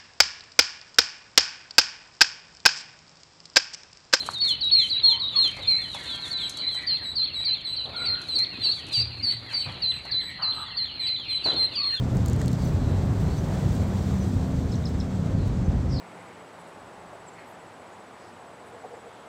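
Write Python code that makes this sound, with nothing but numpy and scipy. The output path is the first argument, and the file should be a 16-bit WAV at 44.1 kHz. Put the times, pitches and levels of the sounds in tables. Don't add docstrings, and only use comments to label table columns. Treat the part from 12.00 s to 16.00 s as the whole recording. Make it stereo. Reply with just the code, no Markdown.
import sys
import numpy as np
from scipy import signal
from scipy.fft import rfft, irfft
from scipy.io import wavfile

SR = 44100
rng = np.random.default_rng(int(sys.argv[2]) if len(sys.argv) > 2 else 0)


def to_wav(sig):
    pcm = np.clip(np.atleast_2d(sig), -1, 1) * 32767
    pcm = np.round(pcm).astype(np.int16)
    wavfile.write(sys.argv[1], SR, pcm.T)


N = 176400
T = np.arange(N) / SR
HZ = np.fft.rfftfreq(N, 1 / SR)


# (frequency [Hz], level [dB])
RUMBLE_COLOUR = [(20, -35), (31, -24), (40, -5), (55, -6.5), (90, -1.5), (135, -4.5), (200, -9),
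                 (255, -13.5), (320, -16.5), (480, -21), (660, -23), (1000, -27.5), (2000, -36.5),
                 (4000, -48), (16000, -69)]
# (time [s], level [dB])
EXHAUST_LEVEL = [(0, -26), (1.2, -25.5), (2.6, -26.5), (4, -26.5)]
TYRE_LEVEL = [(0, -25), (.8, -24.5), (1.8, -24), (2.6, -27), (3.2, -26.5), (4, -26.5)]

def traffic(split_hz=330, exhaust_sway_db=-1.5, tyre_sway_db=0.56):
    noise = surrounding_noise(RUMBLE_COLOUR)
    low = filtered(noise, 1 / (1 + (HZ / split_hz) ** 4))
    exhausts = low * amp(curve(EXHAUST_LEVEL) + exhaust_sway_db * drift(7.8))
    tyres = (noise - low) * amp(curve(TYRE_LEVEL) + tyre_sway_db * drift(8.7))
    return exhausts + tyres


# (pitch [Hz], level [dB])
ENGINE_DRONES = [(76, -35.5), (129, -37.5), (157, -37), (188.5, -36.5), (234, -42.5), (266, -41),
                 (533, -54)]

def droning_engines(wander=0.0114, sway_db=2.5):
    out = np.zeros((2, N))
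    for hz, db in ENGINE_DRONES:
        pitch = hz * (1 + wander * drift(2.65))
        phase = 2 * np.pi * (np.cumsum(pitch) / SR + rng.random())
        skew = 0.22 * hz / 188.5 * drift(1.3)
        hum = np.sin([phase + skew, phase - skew])
        out += amp(db) * unit(hum * amp(sway_db * drift(2.8)))
    return out


# (start [s], length [s], first pitch [Hz], last pitch [Hz], level [dB])
ENGINE_REVS = [(-.2, 1.125, 117.8, 133, -29), (0.674, 0.65, 85.85, 109.7, -26.5),
               (1.557, 0.72, 108, 84.3, -32.5), (1.808, 0.62, 193.4, 188.3, -29.5),
               (3.065, 0.576, 89.7, 106.8, -28.5), (3.133, 1.53, 50, 59.5, -34)]

def revving_engines(wander=0.013):
    out = np.zeros(N)
    for start, length, first_hz, last_hz, db in ENGINE_REVS:
        progress = np.clip((T - start) / length, 0, 1)
        pitch = (first_hz + (last_hz - first_hz) * progress) * (1 + wander * drift(7.8))
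        swell = (4 * progress * (1 - progress)) ** 0.67
        out += amp(db) * swell * unit(tone(pitch))
    return out


# (time [s], level [dB], left minus right [dB], brightness [dB per octave])
LEAF_SNAPS = [(.1705, -27.5, 8, -2), (0.2606, -25, 14, 4), (0.282, -31, 8, 2), (0.2842, -22.5, 13, -1),
              (0.2989, -23.5, 11, 1), (0.3327, -28.5, 12, 3), (0.363, -31, 10, 0), (.3997, -33, 10, 1),
              (0.416, -26, -5, 0), (0.4597, -27.5, 13, 2), (.481, -21, 5, -2.5), (0.5163, -30, 8, 0),
              (0.531, -25, 4, -1), (2.892, -41, 6, 9), (3.4743, -36, 9, 5), (3.481, -40, 9, 10)]
# (frequency [Hz], level [dB])
SNAP_COLOUR = [(1500, -16), (3200, -15), (4400, 4.5), (5200, -8), (6500, 3.5), (7600, 3), (9000, -5.5),
               (10000, -15), (11900, -6), (13500, -18), (16000, -9)]

def leaf_ticks(decay_s=0.00065, tail_s=0.0036, tail_db=-14, pivot_hz=7000):
    out, t = np.zeros((2, N)), T[:SR // 25]
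    middle = len(t) // 2
    fade = np.exp(-t / decay_s) + amp(tail_db) * np.exp(-t / tail_s)
    fade = np.roll(fade, middle)
    octaves = np.log2(np.maximum(np.fft.rfftfreq(len(t), 1 / SR) / pivot_hz, .5))
    for start, db, side_db, bright_db in LEAF_SNAPS:
        burst = fade * rng.standard_normal((2, len(t)))
        snap = irfft(rfft(burst) * amp(bright_db * octaves), len(t))
        add(out, start - t[middle], amp(db) * pan(side_db) * snap)
    return filtered(out, amp(spectrum(SNAP_COLOUR)))


# (time [s], pitch [Hz], level [dB])
TWIG_SNAPS = [(.4135, 1780, -34.5)]

def twig(width_hz=240, decay_s=0.0047):
    out, t = np.zeros(N), T[:SR // 25]
    for start, hz, db in TWIG_SNAPS:
        ring = unit(filtered(rng.standard_normal(N), np.exp(-((HZ - hz) / width_hz) ** 2)))
        add(out, start, amp(db) * ring[:len(t)] * np.exp(-t / decay_s))
    return out


# (middle [s], half length [s], level [dB])
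CRACKLE_PATCHES = [(.16, 0.037, -53), (0.656, 0.076, -55), (1.22, 0.03, -63), (1.745, 0.018, -61),
                   (1.8, 0.97, -60)]
# (frequency [Hz], level [dB])
CRACKLE_COLOUR = [(2000, -16), (4500, -15), (8000, 4), (10000, -4), (13000, -2), (15500, -0.5)]

def leaf_crackle(clicks_per_s=520, spread_db=4.2):
    clicks = (rng.random((2, N)) < clicks_per_s / SR) * rng.choice([-1, 1], (2, N))
    sizes = amp(spread_db * np.minimum(rng.exponential(1, (2, N)), 4))
    swell = sum(amp(db) * np.exp(-((T - middle) / half) ** 2) for middle, half, db in CRACKLE_PATCHES)
    return swell * unit(filtered(clicks * sizes, amp(spectrum(CRACKLE_COLOUR))))


# (start [s], length [s], first pitch [Hz], last pitch [Hz], level [dB])
NEAR_CHIPS = [(2.718, .008, 5630, 4900, -30.5), (2.724, .008, 4550, 3800, -39),
              (2.738, 0.0092, 4540, 3550, -37), (2.752, 0.0105, 6620, 5700, -33.5),
              (2.838, 0.0054, 4270, 3470, -38), (2.8535, 0.0075, 5450, 4960, -23.5),
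              (2.862, 0.0086, 4700, 3470, -34), (2.870, .007, 7340, 5200, -39),
              (3.000, 0.007, 5880, 4950, -25.5), (3.008, 0.0055, 4670, 3400, -34)]
NEAR_TRILL = [(3.8805, .155, 5680, 3900, -33.5)]
ECHO_DB, ECHO_S = -11, .17

def near_bird(trill_echo_db=-8.5):
    chips = whistles(NEAR_CHIPS, jitter=0.022)
    trill = whistles(NEAR_TRILL, warble=.085, jitter=0.034)
    direct = arrive(chips, side_db=5.5, lead_s=85e-6) + arrive(trill, side_db=-3, lead_s=-77e-6)
    return direct + echoes(amp(ECHO_DB) * chips + amp(trill_echo_db) * trill, ECHO_S)


# (start [s], length [s], pitch [Hz], level [dB])
DISTANT_PIPS = [(0.647, 0.02, 6050, -45.5), (1.375, 0.028, 6000, -46), (2.185, 0.068, 5960, -51),
                (3.64, 0.037, 6200, -54)]
# (start [s], length [s], first pitch [Hz], last pitch [Hz], level [dB])
DISTANT_TRILLS = [(.51, 0.2, 5230, 4080, -52), (.7, .3, 4500, 3700, -53), (1.23, .14, 4150, 4450, -50.5),
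                  (3.33, .17, 4580, 3750, -53)]

def far_birds(direct_db=-6):
    pips = whistles([(start, length, hz, hz, db) for start, length, hz, db in DISTANT_PIPS])
    trills = whistles(DISTANT_TRILLS, warble=.0425, jitter=0.0297)
    twitter = amp(direct_db) * trills + echoes(trills, fade_s=.3)
    return pips + echoes(amp(ECHO_DB) * pips, ECHO_S) + twitter


# (frequency [Hz], level [dB])
HISS_COLOUR = [(1200, -35), (2500, -14), (3200, 0.5), (4300, 0.5), (5100, -2), (6200, -1.5), (6900, -4),
               (7600, -1.5), (8500, -7.5), (9800, -18.5), (10900, -22), (11600, -15.5), (13500, -17.5),
               (16000, -28)]
# (time [s], level [dB])
HISS_LEVEL = [(0, -50.5), (.7, -48.5), (1.05, -50.5), (1.7, -47), (2.3, -49), (2.7, -50.5), (3.4, -52.5),
              (3.85, -53.5)]
# (time [s], level [dB])
TREBLE_LEVEL = [(0, -1.5), (.9, 0), (1.8, 1.5), (2.5, -.5), (3.2, -3), (3.75, -8)]

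def hiss(split_hz=9500, flicker_db=1.16):
    noise = surrounding_noise(HISS_COLOUR)
    low = filtered(noise, 1 / (1 + (HZ / split_hz) ** 8))
    treble = (noise - low) * amp(curve(TREBLE_LEVEL))
    return (low + treble) * amp(curve(HISS_LEVEL) + flicker_db * drift(22))


# (frequency [Hz], likeness [-1 to 1])
MIC_LIKENESS = [(60, .993), (140, .98), (280, .86), (560, .54), (1100, -.17), (2200, -.03), (4200, -.2),
                (7000, .02)]
# (frequency [Hz], left minus right [dB])
MIC_BALANCE = [(120, 0.55), (300, 1.7), (2000, 1.7), (4200, .3), (7500, 3), (13000, 3)]

def surrounding_noise(colour):
    shared, opposite = rfft(rng.standard_normal((2, N)))
    likeness = np.clip(spectrum(MIC_LIKENESS), -.999, .999)
    shared *= np.sqrt(1 + likeness)
    opposite *= np.sqrt(1 - likeness)
    lean = amp(spectrum(MIC_BALANCE) / 2)
    pair = np.array([(shared + opposite) * lean, (shared - opposite) / lean])
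    return unit(irfft(pair * amp(spectrum(colour)), N))


def whistles(notes, warble=0, jitter=0.014, warble_hz=55):
    out = np.zeros(N)
    for start, length, first_hz, last_hz, db in notes:
        t = np.arange(0, length, 1 / SR)
        progress = t / length
        glide = first_hz + (last_hz - first_hz) * progress
        shake = 1 + warble * np.sin(2 * np.pi * warble_hz * t) + jitter * drift(306)[:len(t)]
        add(out, start, amp(db) * np.sin(np.pi * progress) * tone(glide * shake))
    return out


def arrive(x, side_db, lead_s):
    delayed = filtered(x, np.exp(-2j * np.pi * HZ * lead_s))
    return pan(side_db) * np.array([x, delayed])


def echoes(x, fade_s):
    t = T[:SR // 2]
    bounces = rng.standard_normal((2, len(t))) * amp(-60 * t / fade_s) * (t > .003)
    bounces /= np.linalg.norm(bounces, axis=1, keepdims=True)
    return signal.fftconvolve(x[None], bounces, axes=1)[:, :N]


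def tone(hz):
    return np.sin(2 * np.pi * np.cumsum(hz) / SR)


def amp(db):
    return 10 ** (np.asarray(db) / 20)


def unit(x):
    return x / np.sqrt(np.mean(x ** 2) + 1e-20)


def spectrum(points):
    hz, value = np.transpose(points)
    return np.interp(np.log(HZ + 1), np.log(hz + 1), value)


def curve(points):
    return np.interp(T, *np.transpose(points))


def filtered(x, gain):
    return irfft(rfft(x) * gain, N)


def drift(rate_hz):
    return unit(filtered(rng.standard_normal(N), np.exp(-(HZ / rate_hz) ** 2) * (HZ > 0)))


def pan(db):
    return unit(amp([[db / 2], [-db / 2]]))


def add(mix, start_s, sound):
    part = mix[..., max(round(start_s * SR), 0):][..., :sound.shape[-1]]
    part += sound[..., :part.shape[-1]]


def scene():
    steady_bed = traffic() + droning_engines() + revving_engines() + hiss()
    return steady_bed + leaf_ticks() + twig() + leaf_crackle() + near_bird() + far_birds()


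def record(dry):
    lowpass = signal.firwin(511, 16000, window=("kaiser", 9), fs=SR)
    return signal.oaconvolve(dry, lowpass[None], "same")


dry = scene()
out = record(dry)
to_wav(out)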